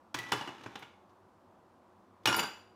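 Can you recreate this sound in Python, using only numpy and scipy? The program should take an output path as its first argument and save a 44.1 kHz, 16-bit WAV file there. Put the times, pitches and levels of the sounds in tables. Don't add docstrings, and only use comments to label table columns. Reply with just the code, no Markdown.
import sys
import numpy as np
from scipy import signal
from scipy.fft import rfft, irfft, next_fast_len
from scipy.io import wavfile
from scipy.ndimage import uniform_filter1d

SR = 44100
rng = np.random.default_rng(int(sys.argv[2]) if len(sys.argv) > 2 else 0)


def to_wav(s):
    ch = np.atleast_2d(s).T
    pcm = np.round(np.clip(ch, -1, 1) * 32767)
    wavfile.write(sys.argv[1], SR, pcm.astype(np.int16))


def level_to_linear(level):
    exponent = np.asarray(level, float) / 20
    return 10 ** exponent


N = 121275

# frequency in Hz, gain in dB.
CLACK_COLOUR = [(35, -51), (70, -10), (130, -1.5), (586, -0.5), (1160, 1.5), (2460, -1), (3600, -8.5),
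                (6300, -11), (8000, -19.5), (11000, -24.5), (14700, -27.5), (16500, -44.5)]

KITCHEN_DB, RING_KITCHEN_DB = -6, -9


def unit(x):
    return x / np.sqrt(np.mean(x ** 2) + 1e-20)


def along(points, hz):
    f, v = np.transpose(points)
    return np.interp(np.log(hz + 1), np.log(f + 1), v)


def filtered(x, response):
    m = next_fast_len(len(x) + 8192)
    spectrum = rfft(x, m) * response(np.fft.rfftfreq(m, 1 / SR))
    return irfft(spectrum, m)[:len(x)]


def causal(db):
    cepstrum = irfft(db * np.log(10) / 20)
    half = len(cepstrum) // 2
    folded = np.r_[cepstrum[0], 2 * cepstrum[1:half], cepstrum[half], np.zeros(len(cepstrum) - half - 1)]
    return np.exp(rfft(folded))


def octaves(hz):
    return np.log2(np.clip(hz, 50, None) / 2000)


def tray(f):
    # centre in Hz, width in Hz, level in dB before the common trim below.
    resonances = [(124, 10, -0.5), (207, 19.8, 7.5), (305, 120, 6.5), (417, 21, -4.5), (799, 50, 2),
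                  (900, 104, 6.5), (1023, 35, -1.5), (1194, 52, -7.5), (1690, 80, -3), (2270, 80, -11.5),
                  (2650, 100, -2), (3010, 62, 7), (3446, 100, 8.5), (3800, 200, -3)]
    trim_db = -3.5
    body = sum(level_to_linear(db) * 1j * f * width / (centre ** 2 - f ** 2 + 1j * f * width)
               for centre, width, db in resonances)
    return 1 + level_to_linear(trim_db) * body


def ring(modes, t, share, rise_s, best_hz=1000, reach=99):
    scatter_db = 2
    hz, db, t60 = np.transpose(modes)[:, :, None]
    level_luck, phase_luck = rng.standard_normal((2, len(modes), 1))
    drive_db = -6 * (np.log2(hz / best_hz) / reach) ** 2
    decay = level_to_linear(db + drive_db + scatter_db * level_luck - 60 * t / (t60 * share))
    tones = decay * np.sin(2 * np.pi * hz * t + phase_luck)
    return np.sum(tones, axis=0) * (1 - np.exp(-t / rise_s))


def kitchen(x):
    # frequency in Hz, decay by 60 dB in seconds.
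    tail_t60 = [(100, 0.29), (500, 0.48), (2000, .5), (6000, 0.46), (14000, 0.35)]
    hz, t, z = signal.stft(rng.standard_normal(SR * 3 // 4), SR, nperseg=256)
    fade = level_to_linear(-60 * t / along(tail_t60, hz)[:, None])
    tail = signal.istft(z * fade, SR, nperseg=256)[1]
    delayed = np.pad(x, (150, 0))
    return signal.fftconvolve(delayed, tail / np.linalg.norm(tail))


def add(out, s, x):
    part = out[round(s * SR):][:len(x)]
    part += x[:len(part)]


def place(out, s, dry, wet_db):
    add(out, s, dry)
    add(out, s, level_to_linear(wet_db) * kitchen(dry))


def air():
    # frequency in Hz, relative density in dB per Hz.
    air_colour = [(15, -66), (25, -30.5), (63, -12.5), (87, -12), (163, -9), (192, -0.5), (288, -4),
                  (368, 0), (399, -19.5), (457, -5), (1030, -4.5), (2090, -24), (14400, -42.5),
                  (16500, -53)]
    # hum frequency in Hz, width in Hz, level in dB rms.
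    hum_bands = [(98.3, 12, -75), (379, 21, -74.5)]
    air_db, patchy_db = -63, 0.7
    z = signal.stft(rng.standard_normal(N + 512), nperseg=512)[2]
    field = uniform_filter1d(rng.standard_normal(z.shape), size=4, axis=0)
    field = uniform_filter1d(field, size=12, axis=1)
    patchy = signal.istft(z * level_to_linear(patchy_db * unit(field)), nperseg=512)[1][:N]
    out = level_to_linear(air_db) * unit(filtered(patchy, lambda f: level_to_linear(along(air_colour, f))))
    for hz, width, db in hum_bands:
        band = filtered(rng.standard_normal(N), lambda f: np.exp(-((f - hz) / width) ** 2))
        out += level_to_linear(db) * unit(band)
    return out


def jar():
    # start in seconds, level in dB, to which the mode levels are added.
    clinks = [(.160, -51), (.184, -38.5), (.232, -43)]
    # frequency in Hz, relative level in dB, decay by 60 dB in seconds.
    jar_modes = [(1965, 2.5, 0.19), (2595, -25, 0.0584), (3110, -16.5, .06), (5222, -12.5, .03)]
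    out, t = np.zeros(N), np.arange(SR // 2) / SR
    for s, db in clinks:
        place(out, s, level_to_linear(db) * ring(jar_modes, t, 1, 0.003), RING_KITCHEN_DB)
    return out


def cup():
    # start in seconds, level in dB before the mode levels, Hz driven best, reach in octaves.
    cup_blows = [(2.271, -29.5, 7000, 0.63), (2.326, -36, 5500, 0.43), (2.363, -36.5, 14400, .3),
                 (2.393, -38, 14000, .3), (2.437, -35, 1550, .4)]
    cup_hz = [1555, 5525, 5570, 13380, 14010, 14450]
    # relative level in dB, decay by 60 dB in seconds before the share below.
    cup_modes = [(-5, 0.29), (2, 0.11), (-4.5, 0.14), (-8, 0.098), (-3, .11), (-7, 0.081)]
    share, rise_s = 0.85, 0.00033
    modes = np.column_stack([cup_hz, cup_modes])
    out, t = np.zeros(N), np.arange(SR // 2) / SR
    for s, db, best_hz, reach in cup_blows:
        place(out, s, level_to_linear(db) * ring(modes, t, share, rise_s, best_hz, reach), RING_KITCHEN_DB)
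    return out


def chatter():
    # time in seconds, level in dB rms.
    stretches = [
        [(.14, -91.5), (.16, -47), (.3, -53), (.34, -45.5), (.5, -55.5), (.6, -56), (.7, -59), (.85, -61.5),
         (.95, -89.5)],
        [(2.25, -114.5), (2.28, -26.5), (2.35, -51.5), (2.38, -33), (2.44, -44), (2.52, -71.5), (2.62, -93)],
    ]
    ticks_per_s, spread_db, tilt = 2500, 2, -0.97
    t = np.arange(N) / SR
    happens = rng.random(N) < ticks_per_s / SR
    strength = rng.standard_normal(N) * level_to_linear(spread_db * rng.standard_normal(N))
    ticks = unit(happens * strength)
    level = sum(level_to_linear(np.interp(t, *np.transpose(rows), left=-150, right=-150)) for rows in stretches)

    def dull(f):
        return causal(along(CLACK_COLOUR, f) + tilt * octaves(f)) * tray(f)

    dry = filtered(level * ticks, dull) / filtered(ticks, dull).std()
    return dry + level_to_linear(KITCHEN_DB) * kitchen(dry)[:N]


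def knocks():
    # start in seconds, level in dB, tilt in dB per octave, rise in seconds,
    # thud over the knock in dB, Hz where the contact is loudest; the radiation gains below come on top.
    contacts = [(.143, -21.5, 2.5, 0.0024, -0.5, 1430), (.187, -29, 5, .001, 0, 2420),
                (0.246, -52.5, 0.5, 0.0043, -7, 1200), (0.285, -36.5, 1, .008, -32, 1500),
                (.319, -15, 2, 0.0019, -2.5, 1120), (.331, -19.5, -1, 0.0035, -12, 1260),
                (.410, -29.5, -0.5, 0.0014, -14, 1100), (.474, -29.5, -1, 0.0023, -5.5, 1400),
                (.488, -31, -1, 0.0031, -23, 900), (0.633, -38.5, 1, 0.0077, -8, 1400),
                (.660, -30, -1.5, 0.0036, 4, 1196), (.755, -29.5, -0.5, 0.0013, -29, 3130),
                (0.791, -51.5, 7, 0.0026, -31, 12000), (0.823, -35, -1, 0.0054, -8.5, 2700),
                (1.091, -63.5, 3, 0.017, -22, 4440), (2.233, -59.5, 5, 0.0031, -23, 4000),
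                (2.256, -12, 3.5, 0.0017, -8, 3660), (2.272, -17.5, 3.5, 0.00087, -16, 1400),
                (2.289, -27, 3, 0.0029, -21, 1100), (2.327, -19.5, 1, 0.00046, -7, 1110),
                (2.343, -19, 1, 0.00094, -19, 1150), (2.389, -20.5, 2.5, 0.014, -4, 2700),
                (2.428, -27, 3.5, 0.0023, -17, 1490), (2.436, -28.5, -1.5, 0.0017, -25.5, 1200)]
    # Hz, relative level in dB, decay by 60 dB in seconds before the share below.
    table_modes = [(50.2, -14, 0.18), (120.8, 0.5, 0.29), (189.5, 0, 0.13), (296, 4.5, 0.13)]
    clack_gain_db, thud_gain_db = 15, -19
    clack_t60_s, crack_t60_s = 0.049, 0.012
    crack_db, soften_db_per_s = 1.5, 2516
    loudest_db, loudest_octaves = 5, 0.45
    thud_share, thud_rise_s = 0.51, 0.0085
    out, t = np.zeros(N), np.arange(SR // 4) / SR
    for s, db, tilt, rise_s, thud_db, loud_hz in contacts:
        clack_fade = level_to_linear(-60 * t / clack_t60_s)
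        crack_fade = level_to_linear(crack_db - soften_db_per_s * rise_s - 60 * np.abs(t - rise_s) / crack_t60_s)
        onset = 1 - np.exp(-t / max(rise_s, 1e-4))
        burst = (clack_fade + crack_fade) * onset * rng.standard_normal(len(t))

        def contact(f):
            hump = loudest_db * np.exp(-((octaves(f) - octaves(loud_hz)) / loudest_octaves) ** 2)
            return causal(along(CLACK_COLOUR, f) + tilt * octaves(f) + hump) * tray(f)

        clack = filtered(burst, contact)
        clack = level_to_linear(db + clack_gain_db) * clack / np.linalg.norm(clack)
        thud = level_to_linear(db + thud_db + thud_gain_db) * ring(table_modes, t, thud_share, thud_rise_s)
        place(out, s, clack + thud, KITCHEN_DB)
    return out


def bowl():
    # start in seconds, level in dB before the mode levels, Hz the contact drives best,
    # reach in octaves, factor on the ringing time left by the hand.
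    bowl_blows = [(.320, -38, 9300, 0.35, 0.57), (.328, -25.5, 2070, 0.63, 0.3),
                  (.410, -35.5, 2600, 0.34, 0.82), (.474, -38, 2870, 0.23, 1),
                  (.826, -52.5, 1940, 0.64, 1.8), (2.273, -19.5, 2320, 0.5, .7),
                  (2.276, -35.5, 10800, 1.2, 1.3), (2.292, -25.5, 1880, 0.42, 1.6),
                  (2.327, -31, 2420, 1.1, 1.49), (2.350, -38, 6800, 0.28, 1.1),
                  (2.364, -28.5, 12500, .4, 0.48), (2.393, -24.5, 4640, 0.98, 0.34),
                  (2.435, -36, 4470, 0.86, 0.58)]
    bowl_hz = [1396, 1457, 2885, 2926, 4748, 4790, 7085, 7130, 9850, 9906, 13060]
    # relative level in dB, decay by 60 dB in seconds before the hand's factor.
    bowl_modes = [(-1, 0.19), (-4, 0.11), (0, 0.12), (-20.5, 0.12), (-6.5, .36), (-12, 0.4), (-9, 0.28),
                  (-8, 0.17), (-7.5, 0.22), (-10, 0.19), (-8.5, 0.1)]
    rise_s = 0.00033
    modes = np.column_stack([bowl_hz, bowl_modes])
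    out, t = np.zeros(N), np.arange(SR // 2) / SR
    for s, db, best_hz, reach, share in bowl_blows:
        place(out, s, level_to_linear(db) * ring(modes, t, share, rise_s, best_hz, reach), RING_KITCHEN_DB)
    return out


def scene():
    return (air() + jar() + cup() + chatter() + knocks() + bowl())[None]


def roll_off(x):
    return signal.sosfilt(signal.butter(12, 16800, fs=SR, output="sos"), x)


def record(dry):
    return roll_off(dry)


dry = scene()
out = record(dry)
to_wav(out)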